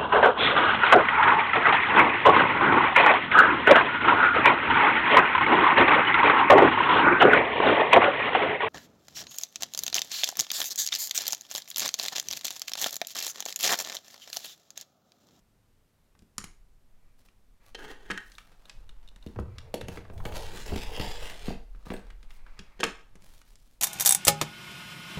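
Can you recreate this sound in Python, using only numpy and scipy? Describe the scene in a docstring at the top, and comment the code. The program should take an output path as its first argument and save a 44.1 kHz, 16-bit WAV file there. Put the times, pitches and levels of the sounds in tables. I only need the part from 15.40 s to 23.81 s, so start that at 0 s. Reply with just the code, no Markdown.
"""In a small room, satin is trimmed on a cutting mat on a wooden desk, heard from just above.
Fingernails click on a plastic ruler and the desk rumbles under leaning arms. A rotary cutter is picked
up, its hollow case knocking and scraping. Its round blade rolls through the cloth in one scratchy stroke,
snapping threads and bumping along the ruler. The cutter clatters down on the mat, and the satin strip
rustles as it is pulled away."""
import sys
import numpy as np
from scipy import signal
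from scipy.fft import rfft, irfft
from scipy.io import wavfile

SR = 44100
rng = np.random.default_rng(int(sys.argv[2]) if len(sys.argv) > 2 else 0)


def to_wav(sig):
    """Store sig (one row per channel, or 1-D mono) as 16-bit WAV at the path in sys.argv[1].

    Samples outside -1..1 are clipped; the rate is SR.
    """
    pcm = np.clip(np.atleast_2d(sig), -1, 1) * 32767
    pcm = np.round(pcm).astype(np.int16)
    wavfile.write(sys.argv[1], SR, pcm.T)  # frames by channels


N = 370881
HZ, TIME = np.fft.rfftfreq(N, 1 / SR), np.arange(N) / SR
AGE = np.arange(SR // 6) / SR  # seconds since a hit
FADE_60_DB = np.log(1000)  # every fade_s below is the time to die away by 60 dB
CUT_START_S, CUT_END_S = 4.91, 6.11  # the blade is in the cloth


def amp(db):
    """Turns decibels into a number to multiply by."""
    return 10 ** (np.asarray(db) / 20)


def normalize(x):
    """Scales a sound to an average (rms) level of 1."""
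    return x / np.sqrt(np.mean(x ** 2) + 1e-20)


def at_level(x, db):
    """Gives a short sound the energy of 20 ms at this level."""
    return amp(db) * x * np.sqrt(SR / 50 / np.sum(x ** 2))


def look_up(curve, hz):
    """Reads between the rows of a table that runs from low pitch to high."""
    pitches, values = np.transpose(curve)
    return np.interp(np.log(hz + 1), np.log(pitches), values)


def colour(x, tone):
    """Shapes a sound's lows and highs with a tone table, at an average level of 1."""
    return normalize(irfft(rfft(x) * amp(look_up(tone, HZ)), N))


def band(x, low_hz, high_hz, order=2):
    """Keeps the part of a sound between two pitches."""
    edges_hz = [low_hz, min(high_hz, SR / 2 - 1)]
    return signal.sosfilt(signal.butter(order, edges_hz, "band", fs=SR, output="sos"), x)


def add(mix, start_s, sound):
    """Mixes a sound in at its start time."""
    part = mix[round(start_s * SR):][:len(sound)]
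    part += sound[:len(part)]


def held(start_s, end_s, attack_s, release_s):
    """A level that rises, holds until end_s, then dies away."""
    return np.clip((TIME - start_s) / attack_s, 0, 1) * np.exp(-np.maximum(TIME - end_s, 0) / release_s)


def slide(start_s, length_s, softness):
    """A slide speeds up and slows again; low softness makes it sudden."""
    progress = np.clip((TIME - start_s) / length_s, 0, 1)
    return (4 * progress * (1 - progress)) ** softness


def wander(rate_hz):
    """A random drift, up to about this fast."""
    turns_s = np.arange(0, TIME[-1] + 1, .5 / rate_hz)
    return normalize(np.interp(TIME, turns_s, rng.standard_normal(SR // 4)[:len(turns_s)]))


def tiny_slips(per_s, spread_db, clump_db, clump_hz):
    """Rubbing surfaces catch and let go in tiny, uneven clicks that come in clumps."""
    size = amp(spread_db * np.minimum(rng.exponential(1, N), 4))
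    slips = size * rng.choice([-1, 1], N) * (rng.random(N) < per_s / SR)
    return normalize(slips * amp(clump_db * wander(clump_hz)))


def resonate(x, pitch_hz, width_hz):
    """Makes a sound ring around a pitch that may move; narrower rings longer."""
    turn = np.exp(2j * np.pi * np.cumsum(pitch_hz) / SR)
    feedback = np.exp(-np.pi * width_hz / SR)
    return normalize((turn * signal.lfilter([1 - feedback], [1, -feedback], x / turn)).real)


def favour(notes, pitch_hz, focus_db):
    """A hit wakes an object's own notes near one pitch; an octave away they lose focus_db."""
    return [(hz, db - focus_db * np.log2(hz / pitch_hz) ** 2, fade_s) for hz, db, fade_s in notes]


def ring(notes, uneven_db):
    """An object's notes ring and fade; each hit lands on a new spot and mixes them differently."""
    hz, db, fade_s = np.transpose(notes)[:, :, None]
    share = amp(db + uneven_db * rng.standard_normal(hz.shape)) * rng.choice([-1, 1], hz.shape)
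    fades_per_s = 1 / fade_s + 5.6 * (hz / 2500) ** 2  # the hands stop high notes sooner
    return np.sum(share * np.exp(-FADE_60_DB * AGE * fades_per_s) * np.sin(2 * np.pi * hz * AGE), axis=0)


def burst(fade_s):
    """A puff of noise: the crowd of short-lived notes where two things meet."""
    return rng.standard_normal(len(AGE)) * np.exp(-FADE_60_DB * AGE / fade_s)


def snap(fade_s):
    """A hard first crack, then fading noise."""
    crack = amp(8) * np.exp(-FADE_60_DB * AGE / .004)
    return rng.standard_normal(len(AGE)) * (crack + np.exp(-FADE_60_DB * AGE / fade_s))


def hit(notes, ring_db, snap_db, pitch_hz, focus_db, noise_db, noise_s, snap_s, top_hz, rise_s,
        uneven_db, shine_db):
    """A struck part rings in the middle pitches, under a brief snap and the shine of its high notes."""
    tone = ring(favour(notes, pitch_hz, focus_db), uneven_db)
    noise = band(burst(noise_s), pitch_hz * .58, pitch_hz * 1.65)
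    middle = band(normalize(tone) + amp(noise_db) * normalize(noise), 590, 9200)
    shine = amp(shine_db) * normalize(band(ring(notes, uneven_db), 6300, SR / 2))
    crack = normalize(band(snap(snap_s), 4000, SR / 2))
    treble = band(shine + crack, 2500, top_hz)
    rise = 1 - np.exp(-AGE / rise_s)  # the surfaces take a moment to meet
    return at_level(rise * middle, ring_db) + at_level(rise * treble, snap_db)


# what the walls throw back: pitch_hz, gain_db
WALL_TONE = [(100, -0.5), (200, 6), (1000, -1.5), (1700, 1), (7000, -1.5), (11000, -0.5), (16000, -13)]
# how long the room's echo lasts: pitch_hz, fade_s
ROOM_FADES = [(100, 0.26), (400, 0.3), (1000, 0.41), (2500, 0.36), (7000, 0.33), (15000, 0.24)]
def room(x, wet_db):
    """Adds a few near echoes, then a tail in which each pitch fades at its own speed."""
    length = SR // 2
    echoes = rng.standard_normal(length) * (rng.random(length) < 4000 / SR)
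    hz, age_s, bands = signal.stft(echoes, SR, nperseg=256)
    fade = np.exp(-FADE_60_DB * age_s / look_up(ROOM_FADES, hz)[:, None])
    tail = signal.istft(bands * amp(look_up(WALL_TONE, hz))[:, None] * fade, SR, nperseg=256)[1]
    tail *= np.clip((np.arange(len(tail)) / SR - .004) / 0.011, 0, 1)
    tail *= 0.73 / np.linalg.norm(tail)
    for delay_s, gain in [(.0028, -0.16), (.0092, -0.15), (.0128, -.17), (.0205, 0.067)]:
        tail[round(delay_s * SR)] += gain
    return x + amp(wet_db) * signal.fftconvolve(x, tail)[:N]


# the tone of the quiet room: pitch_hz, gain_db
AIR_TONE = [(12, -29), (20, 1), (63, -10.5), (96, -9), (163, -16), (255, -17), (301, -22), (410, -22.5),
            (2750, -35), (3950, -36), (4810, -37.5), (14700, -41), (16000, -52.5)]
def room_air(level_db=-66.5):
    """Still air makes a faint, low hush."""
    return amp(level_db) * colour(rng.standard_normal(N), AIR_TONE)


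# the notes of the desk under the mat: pitch_hz, gain_db, fade_s
DESK_NOTES = [(74.1, 7, 0.24), (116, -6, 0.064), (172.5, -8, 0.17), (197, 0.5, 0.12), (226, -7.5, 0.089),
              (290, -6, 0.1), (384.6, -0.5, 0.12), (417, -16.5, 0.023), (455.6, 1.5, 0.12), (488, 0, 0.059),
              (642, 3.5, 0.05), (770, 8.5, 0.026), (916, -3, 0.081)]
def desk_thud(pitch_hz, push_db, focus_db):
    """The desk answers a hit with a short push and the ring of its low notes."""
    push = band(burst(.022), pitch_hz * .5, pitch_hz * 1.6, order=3)
    wood = ring(favour(DESK_NOTES, pitch_hz, focus_db), uneven_db=1)
    return normalize(wood) + amp(push_db) * normalize(push)


# the notes of the ruler under a hand: pitch_hz, gain_db, fade_s
RULER_NOTES = [(1240, 14, 0.0071), (1645, -0.5, 0.017), (2050, -6, 0.014), (2610, 1.5, 0.0082),
               (3870, 5, 0.0065), (4630, 4.5, 0.008), (5100, 9.5, 0.011), (5300, 7, 0.0045),
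               (6850, 10.5, 0.00895), (7300, 10.5, 0.014), (8640, -4, 0.0054), (10700, 22, 0.008)]
# light clicks on the ruler and mat: start_s, ring_db, thud_gain_db, pitch_hz, hardness (0-1)
NAIL_TAPS = [(0.751, -69.5, -66, 1200, 0.4), (0.791, -71.5, -64, 2500, 0.86),
             (0.8219, -76, -54.5, 2000, 0.82), (0.9811, -42, -45, 1850, 1), (0.9909, -57, -49, 1740, 0.8),
             (1.013, -58, -53, 1490, 0.5), (1.041, -49.5, -47, 1770, 0.89), (1.8861, -66.5, -66, 2140, 0.5),
             (2.918, -59, -76, 3320, 0.75), (2.9826, -48.5, -87, 2010, 0.51),
             (3.2961, -49, -72, 2840, 0.45), (3.4919, -63, -63, 1780, 0.6), (3.761, -65, -61, 1500, 0.7),
             (4.1836, -49, -54.5, 2490, 0.56), (6.3485, -64, -58, 1330, .05),
             (6.703, -56.5, -63, 1930, 0.4), (6.8287, -62.5, -60.5, 2400, 0.65),
             (6.906, -57, -79, 2080, 0.44), (7.0644, -56.5, -69, 1202, 0.1),
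             (7.191, -47.5, -45, 2500, 0.49), (7.755, -64.5, -54, 1810, 0.77),
             (7.8216, -69, -61, 2550, 0.87), (8.0156, -62.5, -81, 1780, 0.72),
             (8.1556, -67.5, -85, 2700, 0.93)]
def nail_taps():
    """Nails and plastic edges click on the ruler; only the hardest clicks wake its high notes."""
    out = np.zeros(N)
    for start_s, ring_db, thud_gain_db, pitch_hz, hardness in NAIL_TAPS:
        snap_db = ring_db + np.interp(hardness, [0, 1], [-29, 6])
        shine_db = np.interp(hardness, [0, 1], [-28.5, -0.5])
        click = hit(RULER_NOTES, ring_db, snap_db, pitch_hz, focus_db=8.5, noise_db=2.5, noise_s=0.033,
                    snap_s=0.037, top_hz=8600, rise_s=0.00043, uneven_db=2.5, shine_db=shine_db)
        thud = desk_thud(176, push_db=-8.5, focus_db=8)
        add(out, start_s, click + at_level(thud, thud_gain_db - 1))
    return room(out, wet_db=-10)


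# the round blade creeps while it is lined up, then runs: time_s, speed (0-1)
WHEEL_SPEEDS = [(3.86, 0.078), (4.68, 0.1), (4.8, 0.52), (4.96, 0.67), (5.2, 0.51), (5.62, 0.66),
                (5.9, 0.47), (5.99, 0.35), (6.1, 0.61)]
def wheel_speed():
    """How fast the blade rolls while it is on the mat, as a share of full speed."""
    on_mat = held(3.86, 6.12, attack_s=0.013, release_s=0.022)
    return np.interp(TIME, *np.transpose(WHEEL_SPEEDS)) * on_mat


# the deep sway of the desk: pitch_hz, gain_db
SWAY_TONE = [(4, -14), (9, 12), (13, -17.5), (17, 10), (22, -6), (28, -4.5), (34, -1), (40, -2.5),
             (47, -19), (70, -27.5), (200, -71)]
# arms lean on the desk: start_s, sway_db, rumble_db
ARM_LEANS = [(0.968, -51.5, -69), (2.3, -46.5, -74), (3.32, -42, -60), (3.96, -45.5, -39),
             (4.42, -52, -41.5), (4.75, -54, -38.5), (5.3, -50.5, -42), (5.57, -46, -44), (6.1, -39.5, -60),
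             (6.49, -38, -61), (7.7, -54, -63)]
def desk_rumble(press_s=0.019, fade_db_per_s=10):
    """The desk sways after each lean, and rumbles under the blade, less as it rolls from the edge."""
    sway = colour(rng.standard_normal(N), SWAY_TONE)
    rumble = normalize(band(rng.standard_normal(N), 62, 119.5, order=3))
    speed = wheel_speed()
    sway_level = amp(-32) * speed + amp(-61) * (TIME > ARM_LEANS[0][0])
    rumble_level = amp(-45 - fade_db_per_s * np.maximum(TIME - CUT_START_S, 0)) * speed
    for start_s, sway_db, rumble_db in ARM_LEANS:
        lean = (start_s, start_s + press_s, press_s)
        sway_level = np.hypot(sway_level, amp(sway_db) * held(*lean, release_s=0.68))
        rumble_level = np.hypot(rumble_level, amp(rumble_db) * held(*lean, release_s=0.18))
    return sway * sway_level + rumble * rumble_level


# the tone of sliding skin: pitch_hz, gain_db
SKIN_TONE = [(200, 0.5), (600, 0.5), (1150, 6.5), (1600, -2.5), (2300, 4.5), (3000, -10), (4200, -9),
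             (7000, -20.5), (15000, -31)]
# soft strokes of the hand: start_s, length_s, level_db
HAND_RUBS = [(1.49, 0.28, -80.5), (2.199, 0.11, -69), (4.05, 0.29, -68), (6.58, 0.17, -73),
             (6.87, 0.71, -66.5)]
def skin_rubs():
    """Skin slides softly over the handle and the mat."""
    slips = tiny_slips(per_s=5000, spread_db=1.5, clump_db=2, clump_hz=25)
    motion = sum(amp(db) * slide(start_s, length_s, softness=0.373) for start_s, length_s, db in HAND_RUBS)
    return colour(slips, SKIN_TONE) * motion


# the tone of sliding satin: pitch_hz, gain_db
SATIN_TONE = [(200, 8.5), (900, 8.5), (2200, 1), (4000, 0.5), (7000, -4), (12000, -6), (16000, -9)]
# hands and satin slide: start_s, length_s, gain_db, brightness_db
SATIN_SLIDES = [(1.78, 0.041, -59, 2.5), (1.848, 0.025, -59.5, 4), (2.225, 0.091, -55, 2.5),
                (2.8, 0.29, -60, 7.5), (3.03, 0.45, -61.5, -0.5), (3.79, 0.17, -56.5, -2),
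                (4.468, 0.13, -44, -1.5), (6.132, 0.41, -72, 3), (6.447, 0.16, -49, -2.5),
                (6.89, 0.1, -61, 9), (7.803, .23, -55, 6), (8.048, 0.1, -57.5, 5.5),
                (8.162, 0.24, -65.5, 9)]
def satin_rustle():
    """Satin and skin slide in fine crackles; tight cloth hisses brighter."""
    crackle = colour(tiny_slips(per_s=1400, spread_db=2.7, clump_db=3.3, clump_hz=80), SATIN_TONE)
    dull = band(crackle, 75, 3500, order=1)
    gripping = held(2.3, 7.8, attack_s=0.13, release_s=0.14)  # the hand keeps rubbing the handle
    out = dull * amp(-70 - 2.5 * wander(3.6)) * gripping
    for start_s, length_s, gain_db, brightness_db in SATIN_SLIDES:
        rustle = dull / amp(brightness_db) + (crackle - dull) * amp(brightness_db)
        out += amp(gain_db - 10) * rustle * slide(start_s, length_s, softness=0.63)
    return out


# the notes of the cutter's hollow case: pitch_hz, gain_db, fade_s
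CASE_NOTES = [(1262, -4, .045), (1490, -2, .06), (1590, 0, .065), (1680, -1, .06), (1848, 1, .07),
              (2150, -10, .025), (2640, -6, .05), (2790, -7, .05), (3090, 0, .08), (3260, -3, .06),
              (3760, -6, .04), (4090, -4, .04), (4370, -4, .035), (5390, -3, .03), (6390, -6, .03),
              (7100, -8, .018), (8660, -11, .014)]
# the cutter is picked up, and later dropped:
# start_s, ring_db, thud_db, ring_hz, thud_hz, hardness (0-1), freedom to ring (0-1)
CASE_KNOCKS = [(2.3469, -47, -49.5, 2900, 430, 0.57, 0.9), (2.35, -44.5, -54, 3000, 750, 0.48, 0.8),
               (2.7008, -36.5, -39.5, 1310, 270, 0, 0.5), (2.7061, -35, -44, 1660, 222, 0.45, 0.4),
               (2.7128, -35, -42, 1590, 208, 0.55, 0.7), (2.7757, -36, -63, 1890, 220, 0.49, 1),
               (7.3928, -55.5, -50, 2640, 304, 0, .3), (7.4017, -45.5, -42, 1940, 380, 0.8, 0.3),
               (7.4058, -40, -40, 2840, 370, 0.9, 0.6), (7.4317, -25, -32, 1450, 380, 0, .15),
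               (7.4384, -31.5, -41, 1870, 320, 1, 0.35), (7.4491, -37, -37, 1600, 252, 0.5, 0.1)]
def case_knocks():
    """The case clatters: lifted, it rings clearly; flat on the mat, it gives a dull clack."""
    out = np.zeros(N)
    for start_s, ring_db, thud_db, ring_hz, thud_hz, hardness, freedom in CASE_KNOCKS:
        snap_db = ring_db + np.interp(hardness, [0, 1], [-24, -0.5])
        noise_db = np.interp(freedom, [0, 1], [4, -8])
        focus_db = np.interp(freedom, [0, 1], [3, 8])
        fade_share = np.interp(freedom, [0, 1], [0.6, 1])
        notes = [(hz, db, fade_s * fade_share) for hz, db, fade_s in CASE_NOTES]
        clack = hit(notes, ring_db, snap_db, ring_hz, focus_db, noise_db, noise_s=0.032,
                    snap_s=0.028, top_hz=8760, rise_s=0.00085, uneven_db=1.5, shine_db=-3.5)
        thud = desk_thud(thud_hz, push_db=-9.5, focus_db=7.5)
        add(out, start_s, clack + at_level(thud, thud_db))
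    return room(out, wet_db=-10.5)


# the tone of the case scraping on wood: pitch_hz, gain_db
SCRAPE_TONE = [(150, -7), (300, 4), (404, 9.5), (620, -6), (856, 4), (1150, -15), (1570, -2.5), (1850, -2),
               (2400, -16), (3100, -5.5), (3900, -15), (5600, -20), (6400, -14.5), (7200, -23),
               (15000, -34)]
# the case is dragged in jerks before it is lifted: start_s, length_s, gain_db
CASE_DRAGS = [(2.372, 0.083, -46), (2.439, 0.026, -42.5), (2.468, 0.068, -44.5), (2.56, 0.3, -53)]
def case_scrape(scrape_db=-5, ring_db=-9):
    """The case sticks and slips over the wood, which keeps it ringing on one note, then another."""
    slips = tiny_slips(per_s=1800, spread_db=1.6, clump_db=2.6, clump_hz=60)
    ringing = np.zeros(N)
    for hz, db, fade_s in favour(CASE_NOTES, 1650, focus_db=9):
        width_hz = FADE_60_DB / np.pi / fade_s
        ringing += amp(db + 2.5 * wander(17)) * resonate(slips, np.full(N, hz), width_hz)
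    motion = sum(amp(db) * slide(start_s, length_s, softness=1) for start_s, length_s, db in CASE_DRAGS)
    return (amp(scrape_db) * colour(slips, SCRAPE_TONE) + amp(ring_db) * normalize(ringing)) * motion


# the notes of the blade guard: pitch_hz, gain_db, fade_s
GUARD_NOTES = [(1240, -4, 0.02), (2890, -6, 0.014), (3570, -7, .022), (3720, -2, 0.021),
               (4150, -4.5, 0.012), (5270, -10, .008), (6900, -9, .008)]
# the guard shifts in the hand: start_s, level_db, pitch_hz
GUARD_TICKS = [(2.952, -60, 4700), (3.255, -59.5, 3600), (3.4922, -58.5, 3900), (3.676, -60.5, 4300),
               (3.687, -58.5, 3400), (3.76, -64.5, 2800), (3.8262, -61, 3450), (3.871, -60, 3000),
               (4.411, -51, 4200), (6.4267, -69.5, 1510), (6.565, -59, 3700)]
def guard_ticks(rise_s=0.00096):
    """The loose, thin plastic guard gives small ticks, each a little different."""
    out = np.zeros(N)
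    for start_s, level_db, pitch_hz in GUARD_TICKS:
        click = amp(-9) * normalize(band(snap(0.028), 2000, 10000))
        tone = normalize(ring(favour(GUARD_NOTES, pitch_hz, focus_db=8), uneven_db=3))
        add(out, start_s, at_level((tone + click) * (1 - np.exp(-AGE / rise_s)), level_db))
    return room(out, wet_db=-12.5)


def moving_echoes(x, wet_db, spots_per_s=9, spots=11):
    """Echoes off hand, ruler, desk and walls change the tone at each spot the blade passes."""
    out = np.zeros(N)
    for spot in range(spots):
        passing = (TIME * spots_per_s - spot) % spots
        nearness = np.sin(np.pi / 2 * np.minimum(passing, 2))
        paths = burst(.014)[:SR // 100]
        paths *= .6 / np.linalg.norm(paths)
        paths[0] = 1  # the straight path to the ear
        out += room(signal.oaconvolve(x * nearness, paths / np.linalg.norm(paths))[:N], wet_db)
    return out


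# the tone of snapping threads: pitch_hz, gain_db
THREAD_TONE = [(530, -25), (900, -5.5), (1300, -11), (1900, -8), (2300, -9), (2900, -9), (4000, -12),
               (5100, -14), (6100, -18), (7300, -14.5), (8500, -19), (12900, -22), (16000, -31)]
# the tone of the blade rolling on the mat: pitch_hz, gain_db
MAT_TONE = [(100, -41), (145, -10), (180, -3), (260, -13.5), (455, -1), (540, -3), (660, 1), (900, 0),
            (1100, -12), (1800, -28)]
# where the snapping threads set blade and ruler rasping: pitch_hz, width_hz, gain_db
RASP_BANDS = [(1570, 100, -6), (2170, 460, -13), (2780, 230, 7), (3240, 190, 1), (3760, 240, -7),
              (4820, 300, -3), (5240, 310, -1), (6950, 600, -8)]
# how hard the blade bites along the cut: time_s, rasp_gain_db, crackle_gain_db
BLADE_BITE = [(4.92, -56, -66), (4.96, -53, -49.5), (5.03, -58, -58.5), (5.12, -62, -61),
              (5.17, -59, -55.5), (5.27, -59, -61), (5.36, -49.5, -56.5), (5.43, -49, -55.5),
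              (5.49, -61, -62), (5.56, -44, -55.5), (5.63, -46, -53), (5.7, -47, -56), (5.78, -52, -61.5),
              (5.86, -49, -55.5), (5.96, -63, -64.5), (6.03, -56, -62.5), (6.1, -49.5, -57),
              (6.13, -54, -67)]
def cutting(swell_db=2.5, pitch_drift=0.035):
    """Threads snap in quick, uneven bunches while the round blade grinds over the mat."""
    times_s, rasp_gains_db, crackle_gains_db = np.transpose(BLADE_BITE)
    rasp_db = np.interp(TIME, times_s, rasp_gains_db)
    crackle_db = np.interp(TIME, times_s, crackle_gains_db)
    snaps = tiny_slips(per_s=1250, spread_db=3.4, clump_db=2.6, clump_hz=80)
    crackle = amp(crackle_db + 7) * colour(snaps, THREAD_TONE)
    ringing = np.zeros(N)
    for hz, width_hz, db in RASP_BANDS:  # as the blade travels, the bands take turns ringing
        swell = amp(db + swell_db * wander(7.5))
        ringing += swell * resonate(snaps, hz * (1 + pitch_drift * wander(5)), width_hz)
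    rasp = amp(rasp_db - 6) * normalize(band(ringing, 1100, 10200))
    # a few thick threads resist, then part with a crisp tick
    thick_snaps = tiny_slips(per_s=90, spread_db=2, clump_db=1.5, clump_hz=20)
    snags = amp(rasp_db - 10) * colour(thick_snaps, THREAD_TONE)
    grind = colour(tiny_slips(per_s=1400, spread_db=2, clump_db=4, clump_hz=45), MAT_TONE)
    speed = wheel_speed()
    rolling = speed * grind + (1 - speed) * band(grind, 49, 520)  # a creeping blade only grumbles
    hop = held(5.575, 5.595, attack_s=0.004, release_s=0.0021)  # the blade briefly leaves the cloth
    in_cloth = held(CUT_START_S, CUT_END_S, attack_s=0.032, release_s=0.022) * (1 - hop)
    return moving_echoes((crackle + rasp + snags) * in_cloth + amp(-41.5) * rolling * speed, wet_db=-2.5)


# the notes of the blade and its axle, pressed into the mat: pitch_hz, gain_db, fade_s
BLADE_NOTES = [(1144, 16, 0.023), (1680, 25, 0.0046), (1910, 0, 0.015), (2600, 2, 0.026), (4400, 1, 0.013),
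               (6580, -2, 0.01)]
# the blade is set down, bumps along the ruler and runs off the mat:
# start_s, ring_gain_db, thud_gain_db, thud_hz, hardness (0-1)
BLADE_BUMPS = [(3.863, -60.5, -37, 177, 0.9), (3.96, -53, -42.5, 203, 0), (3.9877, -43, -34.5, 264, 0),
               (3.997, -63, -32, 116, 0.94), (4.341, -42, -30, 390, 0.97), (4.412, -45.5, -39, 288, 0.6),
               (4.4834, -46, -37, 273, 0.84), (4.5726, -46.5, -40.5, 258, 0.37),
               (4.6502, -55, -67, 300, 0.06), (4.6982, -53, -44.5, 167, 0.02), (4.778, -59, -55, 237, 0.8),
               (4.802, -48.5, -55, 171, 0), (4.8529, -40.5, -36.5, 280, 0.58),
               (4.9214, -49, -51, 176, 0.56), (5.294, -50, -46, 200, 0.55), (5.321, -49, -28, 197, 0.02),
               (5.337, -57, -36, 184, 0.06), (5.359, -45.5, -33, 246, 0.73), (5.597, -39.5, -31, 180, 0.64),
               (5.8975, -48.5, -57, 410, 0.83), (6.082, -47.5, -29, 204, 0), (6.105, -55, -38, 450, 0.2),
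               (6.467, -52.5, -44, 206, 0), (6.5024, -42, -34, 262, 0.19), (6.518, -52, -35.5, 340, 0.4),
               (6.538, -51, -40, 344, 0.5)]
def blade_bumps(soft_hz=800, hard_octaves=1.72):
    """The blade ticks against the ruler and thumps through the mat; harder bumps ring higher."""
    out = np.zeros(N)
    for start_s, ring_gain_db, thud_gain_db, thud_hz, hardness in BLADE_BUMPS:
        ring_hz = soft_hz * 2 ** (hard_octaves * np.sqrt(hardness))
        snap_db = ring_gain_db + np.interp(hardness, [0, 1], [-30, -0.5])
        tick = hit(BLADE_NOTES, ring_gain_db - 1, snap_db, ring_hz, focus_db=1, noise_db=6.5,
                   noise_s=0.032, snap_s=0.034, top_hz=13000, rise_s=0.00094, uneven_db=3.5, shine_db=-1.5)
        thud = desk_thud(thud_hz, push_db=-5, focus_db=4)
        add(out, start_s, tick + at_level(thud, thud_gain_db - 1))
    return room(out, wet_db=-8)


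# where the grazed blade rings: pitch_hz, width_hz, gain_db
ZING_BANDS = [(1590, 220, 4.5), (8550, 1100, -2), (14000, 3600, -8)]
# the blade grazes the ruler's end as it lifts off: start_s, level_db, fade_s
BLADE_GRAZES = [(6.534, -50, .045), (6.552, -59, .06)]
def blade_grazes(rise_s=.003):
    """Steel slides off plastic with a short, thin zing."""
    out = np.zeros(N)
    for start_s, level_db, fade_s in BLADE_GRAZES:
        scrape = burst(fade_s) * (1 - np.exp(-AGE / rise_s))
        zing = sum(amp(db) * normalize(band(scrape, hz - width_hz / 2, hz + width_hz / 2))
                   for hz, width_hz, db in ZING_BANDS)
        add(out, start_s, at_level(zing, level_db))
    return room(out, wet_db=-7)


def scene():
    """Everything on the desk sounds over the room's still air, in one channel."""
    air = room_air()
    friction = room(case_scrape() + satin_rustle() + skin_rubs(), wet_db=-5.5)
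    hits = nail_taps() + guard_ticks() + case_knocks() + blade_bumps()
    return (air + friction + hits + cutting() + blade_grazes() + desk_rumble())[None]


def record(dry, top_hz=16000):
    """Takes away the very highest treble."""
    low_pass = signal.firwin(511, top_hz, window=("kaiser", 9), fs=SR)
    return signal.oaconvolve(dry, low_pass[None], "same")


dry = scene()
out = record(dry)
to_wav(out)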